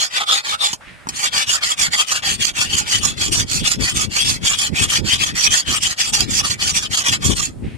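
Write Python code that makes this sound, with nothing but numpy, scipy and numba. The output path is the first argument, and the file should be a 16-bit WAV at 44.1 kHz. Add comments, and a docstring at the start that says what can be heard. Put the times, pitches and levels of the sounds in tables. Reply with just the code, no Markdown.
"""Outdoors, beside a log: a curved steel blade is rubbed to and fro over grit, close to a two-port microphone.
Irregular grain bites excite damped modes of the blade, while crushed grit and the log sound directly.
The blade is lifted, swung round and set down with knocks, then rubbed again and lifted at the end; the swings
are bands of air noise. Wind turbulence buffets each port separately over a faint, steady hiss of shaped noise."""
import sys
import numpy as np
from scipy import signal
from scipy.fft import rfft, irfft, next_fast_len
from scipy.io import wavfile
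from scipy.ndimage import uniform_filter1d
from numba import njit

SR = 44100
rng = np.random.default_rng(int(sys.argv[2]) if len(sys.argv) > 2 else 0)


def inscribe(sig):
    """Save sig as 16-bit PCM at rate SR to the path in sys.argv[1].

    A 1-D sig is mono; a 2-D sig holds one channel per row.
    Samples are clipped to [-1, 1] before scaling.
    """
    pcm = np.round(np.clip(np.atleast_2d(sig).T, -1, 1) * 32767)
    wavfile.write(sys.argv[1], SR, pcm.astype(np.int16))


N = 342657
STEP = 32  # samples between control values
T = np.arange(N // STEP + 1) * STEP / SR  # control times, s

# Spectrum of the outdoor hiss: frequency_hz, relative_density_db
HISS_SPECTRUM = [(200, -23), (600, 1.5), (2000, -12), (6000, -19), (9000, -11.5), (14000, -24)]
HISS_DB = -51  # rms level
# Wind at the ports: time_s, relative_level_db, left_minus_right_db
WIND_LEVELS = [(0.0, -54, 7), (0.6, -48.0, -3), (1.2, -41.5, -3.5), (1.8, -46.5, 9), (2.3, -42, -3),
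               (2.7, -39.5, -11), (3.1, -28.5, 7.0), (3.5, -26.5, 15), (3.9, -31, 7), (4.3, -32, 7),
               (4.8, -33.0, 6), (5.3, -30.5, 1), (5.9, -34.5, 11), (6.4, -28.5, 10), (6.9, -32.5, 5.5),
               (7.3, -27.5, 6.5), (7.77, -27, 0)]
# Spectrum of wind turbulence: frequency_hz, relative_density_db
WIND_SPECTRUM = [(15, -41), (25, -1.5), (70, 0.5), (98, 1.5), (249, -4.5), (364, -11), (545, -20.5),
                 (700, -35), (910, -28), (1540, -120)]
# Strongest puffs: time_s, peak_db, width_ms (between the points 6 dB down), port (0 left, 1 right)
GUSTS = [(1.84, -28, 99, 0), (2.36, -25.5, 170, 0), (2.75, -18, 56, 1), (3.06, -22, 89, 1),
         (3.28, -14.5, 93, 0), (3.43, -19, 64, 1), (3.64, -22, 72.0, 1), (3.76, -18, 38, 1),
         (3.82, -14.5, 75, 0), (3.98, -18.5, 85, 1), (4.06, -17.5, 78, 0), (4.31, -20, 77, 0),
         (4.32, -27.0, 96, 1), (4.83, -20, 120, 0), (5.71, -20, 51, 1), (6.37, -25, 56.0, 0),
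         (6.91, -20.5, 49, 0), (7.12, -18.5, 62, 1), (7.32, -11.5, 42, 0), (7.66, -17.5, 35, 1)]
PUFF_DB, PUFFS_PER_S = (4, 5.5), 13  # spread at the left and right port; rate of new puff levels
# Blade and arm swept through the air: time_s, level_db, centre_hz
SWISHES = [(0.768, -85, 890), (0.81, -34, 960), (0.862, -42.5, 1900), (0.92, -42, 1960), (1.0, -44.5, 1750),
           (1.07, -46, 1500), (1.1, -44, 1520), (7.58, -95, 2110), (7.64, -50, 2200), (7.68, -45.5, 2220),
           (7.77, -51, 2280)]
# Blade knocks on the log: time_s, relative_level_db, contact_ms, ring_share (0-1)
KNOCKS = [(0.73, -10, 0.015, 0.89), (1.07, -21.5, 0.14, 0.51), (1.088, -12, 0.022, 0.89)]
# Blade off the log, first coming down again on its other face: start_s, end_s
LIFTS = [(0.774, 1.1), (7.54, 7.8)]
# Rubbing strokes: start_s, turn_db, attack_ms, early_db (once moving), slack_db (drop at mid-stroke),
# late_db (before slowing), release_ms, brightness_db (treble against bass)
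STROKES = [(-0.07, -51, 112, -6.5, 11, -15, 54, -2.5), (0.096, -40, 87, -13, 5, -16, 43, -12),
           (0.254, -45, 48, -18.5, -5, -13.5, 50, -8), (0.425, -41, 43, -17.5, 0.0, -15, 33, -9.5),
           (0.572, -51, 88, -11, 3, -22, 67, -5), (1.121, -36.5, 115, -12, -4, -10.5, 52, 4.5),
           (1.306, -48, 46, -9, -2.5, -13, 38, -1.5), (1.458, -37, 52, -9.5, 2.5, -9.5, 53, 5),
           (1.605, -44, 37, -11.5, 1.5, -11.5, 47, 2), (1.758, -45, 62, -7.5, -1, -12, 45.5, 3),
           (1.9, -44.5, 45, -9, 6.5, -9, 53, 1.0), (2.057, -41.5, 67.0, -10, 5.5, -10, 59, 4.5),
           (2.218, -46, 26, -16, -3, -12.5, 58, 2.5), (2.376, -38.5, 51, -11, 3.5, -13, 38, 6),
           (2.527, -51, 65, -9.5, 2, -10, 78, 3), (2.684, -31.5, 67, -13.5, 10.5, -10.5, 80, 3),
           (2.851, -33.5, 45, -14, -4, -14, 52, 5.5), (3.004, -31.5, 59, -11, 3.0, -13, 94, 4.5),
           (3.157, -44, 71, -11, 0.0, -14, 51.0, 6.5), (3.306, -35, 33, -10.0, 5.5, -11.5, 59, 7),
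           (3.457, -47, 75.0, -12.5, 0.0, -14.5, 47.0, 8), (3.629, -34.0, 48, -10, 8.5, -11.5, 63.0, 6.5),
           (3.78, -47, 44, -14, -1.5, -11.5, 64, 4), (3.936, -33.5, 34, -12.5, 5.0, -12, 60, 8.5),
           (4.087, -53, 60, -14.5, -2.5, -13.5, 53, 7.5), (4.243, -25, 68, -9.5, -1, -16.5, 59.0, 5.5),
           (4.398, -51.5, 79, -10, 4, -12.5, 66, 4.5), (4.571, -31, 42, -10.5, -1, -14.5, 56, 7),
           (4.712, -50, 88, -9.5, 5, -6.5, 49, 3), (4.873, -32, 61, -7, 4, -11, 54, 5),
           (5.024, -50.5, 74, -9, 1.5, -10.5, 45, 2.5), (5.178, -32, 58, -8, 9.0, -14, 57, 2),
           (5.333, -47, 51, -12.5, 0.0, -10.5, 32, 4.5), (5.492, -34.5, 58, -9, 3, -14, 48, 5.5),
           (5.643, -49, 56, -13, 2, -10, 40, 2), (5.8, -35.5, 52, -10.5, 5.5, -13, 47, 3.5),
           (5.958, -48, 49, -10.5, 4.0, -16.5, 21, 4), (6.119, -40, 31, -6.5, 5.5, -13.5, 63, 6.5),
           (6.269, -38, 70, -11, 4.5, -8.5, 37, 8), (6.423, -33, 43.0, -11.5, 7.5, -12, 55.0, 5.5),
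           (6.571, -51, 53, -12.5, 2, -11, 38, 7.5), (6.731, -30.0, 41, -9.5, 11, -16, 47.0, 5.5),
           (6.888, -51, 57, -10, 7, -9, 46, 6.5), (7.034, -29, 58, -6.5, 11.5, -10.5, 58, 3),
           (7.192, -52, 69, -10.5, 3.5, -10, 37, 5.5), (7.346, -34.0, 58, -10.5, 8, -14.5, 120, 10)]
LIFTED_DB = -63.5  # level as the edge leaves the log
# First face, second face: treble lost at both turns; treble change from the near to the far end (the first face
# grows duller, the second brighter)
ARCH_DB, FAR_BRIGHT_DB = (12, 13.5), (-11, 11)
# Crushed grit, coarse to fine: centre_hz, relative_level_db
GRIT_SIZES = [(500, -61), (1000, -45), (2000, -23), (3500, -17.5), (6000, -16.5), (9000, -57), (12500, -32)]
# Blade modes: frequency_hz, width_hz (pressed down), left_db, right_db (both relative),
# far_db (gained from the near to the far end), face_db (weight of the change on the first face)
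BLADE_MODES = [(806, 51, -42, -13, 1, 7), (1226, 90, -8.5, -5, 9, 6.5), (1470, 43, -8.5, -4, -7.5, -4),
               (1900, 150, -3.5, -18, -3, -4), (2350, 133, -9, -6.5, -9, -0.5),
               (2610, 152, -2, -9, 5.5, -14), (2972, 156, -3, -10.5, 16, -9),
               (3286, 180, 1.5, -3.5, 4, -25), (3580, 236, -12.5, -15.5, 8, 18.5),
               (4273, 206, -9, -6, -10, 7.5), (4675, 210, -5, -2.5, -3.5, -6),
               (5100, 22, -21, -4, -3.5, 19.5), (5550, 340, -22.5, -5, 7, -6),
               (6190, 410, -16, -5.5, 3, -13), (6730, 168, -9.5, -4, -3, 13),
               (7116, 124, -23, 1.5, -2, -10), (8370, 330, -11.5, -36, 27.5, 8.5),
               (9580, 58, -9.5, -26.5, 4, -16), (11100, 360, -19, -19, -7, -6)]
PORT_LAG_MS, LAG_SWING_MS = 0.3226, 0.068  # mean delay of the left port and its random spread
TOP_HZ = 15100  # stop-band edge of the microphone


def undb(db):
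    """Level law: an amplitude ratio is ten to the power of decibels over twenty."""
    return 10 ** (np.asarray(db) / 20)


def gain(db):
    """Amplitude modulation: control-rate decibels become a gain for every sample."""
    return np.interp(np.arange(N), np.arange(len(T)) * STEP, undb(db))


def unit(x):
    """Power normalisation: scale to rms 1."""
    return x / np.sqrt(np.mean(x ** 2))


def walk(rate):
    """Low-pass random process: levels held for 1 / rate seconds, slewed twice, with spread near 1."""
    k = max(int(SR / STEP / rate), 1)
    held = np.repeat(rng.standard_normal(len(T) // k + 1), k)
    return 1.467 * uniform_filter1d(uniform_filter1d(held, k), k)[:len(T)]


def colour(x, hz, db):
    """Spectral shaping: weight a noise by a curve drawn on a log-frequency axis."""
    n = next_fast_len(N + SR // 2)
    f = np.maximum(np.fft.rfftfreq(n, 1 / SR), 1)
    curve_db = np.interp(np.log(f), np.log(hz), db)
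    return irfft(rfft(x, n) * undb(curve_db), n)[:N]


@njit
def resonate(x, g, k, scale):
    """State-variable band-pass: two integrators whose tuning g and damping k change every 32 samples."""
    y, band, low = np.empty(len(x)), 0., 0.
    for i in range(len(x)):
        j = i >> 5
        v = (band + g[j] * (x[i] - low)) / (1 + g[j] * (g[j] + k[j]))
        band = 2 * v - band
        low = low + 2 * g[j] * v
        y[i] = scale * v
    return y


def resonance(x, hz, width, damping=1):
    """Damped resonance: gain near 1 at full damping; less damping lets it ring on."""
    hz = hz + 0 * T
    return resonate(x, np.tan(np.pi * hz / SR), damping * width / hz, width / hz.mean())


def twice(x, hz, width):
    """Cascaded resonance: two equal band-passes give steeper skirts."""
    return resonance(resonance(x, hz, width), hz, width)


def outdoors():
    """Diffuse field: a faint steady hiss, partly common to both ports."""
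    mid = rng.standard_normal(N)
    ports = []
    for _ in range(2):
        hiss = colour(0.58 * mid + rng.standard_normal(N), *np.transpose(HISS_SPECTRUM))
        ports.append(undb(HISS_DB) * unit(hiss))
    return np.array(ports)


def wind():
    """Local turbulence: uneven eddies press and pop on each port alone, in quick lumps and slower puffs."""
    s, db, pan_db = np.transpose(WIND_LEVELS)
    spectrum = np.transpose(WIND_SPECTRUM)
    out = []
    for port, sign in enumerate((-1, 1)):
        pop_db = np.minimum(2.9 * rng.exponential(size=N), 11)
        pops = sign * (rng.random(N) < 90 / SR) * undb(pop_db)  # 90 a second on average
        lumps = rng.standard_normal(N) * gain(4.4 * walk(60) + 0.85 * walk(9.4))
        turbulence = unit(colour(lumps, *spectrum)) + .5 * unit(colour(pops, *spectrum))
        port_db = np.interp(T, s, db - sign * pan_db / 2) + PUFF_DB[port] * walk(PUFFS_PER_S)
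        for at, peak_db, width_ms, side in GUSTS:
            if round(side) == port:
                port_db = np.maximum(port_db, peak_db - 6 * ((T - at) / (width_ms / 2000)) ** 2)
        out.append(turbulence * gain(port_db) / np.sqrt(2))
    return np.array(out)


def swish():
    """Aerodynamic noise: bands of turbulence round the swung blade move in level and pitch."""
    s, db, hz = np.transpose(SWISHES)
    air = rng.standard_normal((3, N))  # one part common to the ports, one for each
    centre = np.interp(T, s, hz)
    band = [unit(twice(air[0] + 1.06 * air[c], centre, 1700)) for c in (1, 2)]
    return np.array(band) * gain(np.interp(T, s, db) + 1.1 * walk(40))


def knocks():
    """Impulsive excitation: each contact push divides between ringing the blade and thudding in the log."""
    ring, thud = np.zeros(N), np.zeros(N)
    n = int(0.037 * SR)
    t = np.arange(n) / SR
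    for s, db, contact_ms, share in KNOCKS:
        i = int(s * SR)
        push = np.exp(-(t / (contact_ms / 1000)) ** 2)
        # grains settle under the edge in a decaying rattle
        push += 0.53 * rng.standard_normal(n) * np.exp(-t / 0.0094) * share
        ring[i:i + n] += share * undb(db) * push
        thud[i:i + n] += (1 - share) * undb(db) * push
    return ring, thud


def strokes():
    """Reciprocating friction: each stroke swells, may slacken midway, and fades into the next turn."""
    travel, db, bright_db = np.zeros(len(T)), np.full(len(T), -85.), np.zeros(len(T))
    far = 1.  # starting end of the stroke: 1 far, 0 near
    turns = [row[:2] for row in STROKES[1:]] + [(np.inf, 0)]
    for row, (stop, end_db) in zip(STROKES, turns):
        s, turn_db, attack_ms, early_db, slack_db, late_db, release_ms, tone_db = row
        lift = min(a for a, b in LIFTS if a > s)
        lifts, face = lift < stop, int(s > LIFTS[0][0])
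        if lifts:
            stop, end_db = lift, LIFTED_DB
        now = (T >= s) & (T < stop)
        ms, length = 1000 * (T[now] - s), 1000 * (stop - s)
        rise = np.clip(1 - ms / attack_ms, 0, 1) ** 2
        fall = np.clip(1 - (length - ms) / release_ms, 0, 1) ** 2
        hold = np.clip((ms - attack_ms) / max(length - attack_ms - release_ms, 1), 0, 1)
        body = early_db + (late_db - early_db) * hold - slack_db * np.sin(np.pi * hold) ** 2
        db[now] = body + (turn_db - early_db) * rise + (end_db - late_db) * fall
        travel[now] = far + (1 - 2 * far) * ms / length
        arch_db = ARCH_DB[face] * (2 * ms / length - 1) ** 2
        bright_db[now] = tone_db - arch_db + FAR_BRIGHT_DB[face] * (travel[now] - .5)
        far = far if lifts else 1 - far
    return travel, db, bright_db


def grit(spread_db, chatter_db):
    """Stochastic friction: dense bites of uneven size come in bunches as the edge judders."""
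    bites = rng.standard_normal(N) * undb(spread_db * rng.exponential(size=N))
    return unit(bites * gain(chatter_db * walk(170)))


def tilt(bright_db, hz):
    """Spectral tilt: brightness raises bands above 4100 Hz and lowers those below by half its value."""
    return bright_db * np.tanh((hz - 4100) / 700) / 2


def arrivals(*sources):
    """Path difference: sound reaches the right port first, and the left after a wandering lag."""
    lag = SR / 1000 * (PORT_LAG_MS + LAG_SWING_MS * walk(25))
    n = np.arange(N)
    late = n - np.interp(n, np.arange(len(T)) * STEP, lag)
    return [np.array([np.interp(late, n, x), x]) for x in sources]


def blade_modes(motion, shared, patches, ring):
    """Modal excitation: blade modes swell and fade as the contact point slides along the edge."""
    travel, db, bright_db = motion
    # pressing on the log damps the steel; at low contact levels it rings longer
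    damping = np.interp(db, [-55, -35], [.45, 1])
    first_face = T < LIFTS[0][1] - .07
    # on the first face the colour changes most just after the far turn
    tip = first_face * (0.35 + np.interp(T - 0.04, T, travel) ** 2)
    out = np.zeros((2, N))
    for hz, width, left_db, right_db, far_db, face_db in BLADE_MODES:
        centre = hz + 0.58 * width * walk(20)
        place_db = far_db * (travel - .5) + face_db * tip
        swell_db = db + tilt(bright_db, hz) + place_db + (4.0 - 2.0 * first_face) * walk(38)
        # low modes radiate alike to both ports, high ones from different patches of steel
        alike = np.clip(1.1 - hz / 9000, 0, 1)
        for c, port_db in enumerate((left_db, right_db)):
            bites = np.sqrt(alike) * shared[c] + np.sqrt(1 - alike) * patches[c]
            drive = bites * gain(swell_db + 1.99 * walk(25)) + undb(3.0) * ring[c]
            out[c] += undb(port_db + 5.5) * resonance(drive, centre, width, damping)
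    return out


def crushed_grit(motion, shared, patches):
    """Direct fracture noise: grains of each size crush in their own clumps and frequency band."""
    _, db, bright_db = motion
    out = np.zeros((2, N))
    for c in range(2):
        for hz, size_db in GRIT_SIZES:
            grains = shared[c] + min(hz / 4000, 1) * patches[c]
            crush_db = db + size_db + 2.0 + tilt(bright_db, hz) + 1.8 * walk(35)
            out[c] += twice(grains * gain(crush_db), hz, 0.92 * hz)
    return out


def log_and_knocks(db, patches, ring, thud):
    """Forced resonance: rubbing and thuds drive the log; knocks add a woody band and a bright one."""
    out = np.zeros((2, N))
    for c in range(2):
        drive = gain(db) * patches[c] * undb(-18.5) + undb(24.5) * thud[c]
        out[c] += resonance(drive, 225, 220)
        out[c] += undb(27.5) * resonance(resonance(thud[c], 1080, 780), 1060, 790)
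        out[c] += undb(8.5) * resonance(ring[c], 5800, 3300)
    return out


def blade():
    """Superposition: one contact force drives the blade modes, the crushed grit and the log."""
    motion = strokes()
    ring, thud = knocks()
    patches = [grit(1.7, 2.2), grit(3.48, 4.1)]  # bites heard at one port alone
    shared, ring, thud = arrivals(grit(2.3, 1.67), ring, thud)
    rubbing = blade_modes(motion, shared, patches, ring) + crushed_grit(motion, shared, patches)
    return rubbing + log_and_knocks(motion[1], patches, ring, thud)


def scene():
    """Linear superposition: all sources add at the two ports."""
    return outdoors() + wind() + swish() + blade()


def record(dry):
    """Band-limiting and saturation: thin deep bass, dull treble, rounded peaks and a steep top cut."""
    thin = signal.sosfilt(signal.butter(2, 36, "high", fs=SR, output="sos"), dry)
    dull = signal.sosfilt(signal.butter(2, 10500, fs=SR, output="sos"), thin)
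    rounded = .8 * np.tanh(dull / .8)
    return signal.sosfilt(signal.cheby2(14, 70, TOP_HZ, fs=SR, output="sos"), rounded)


dry = scene()
out = record(dry)
inscribe(out)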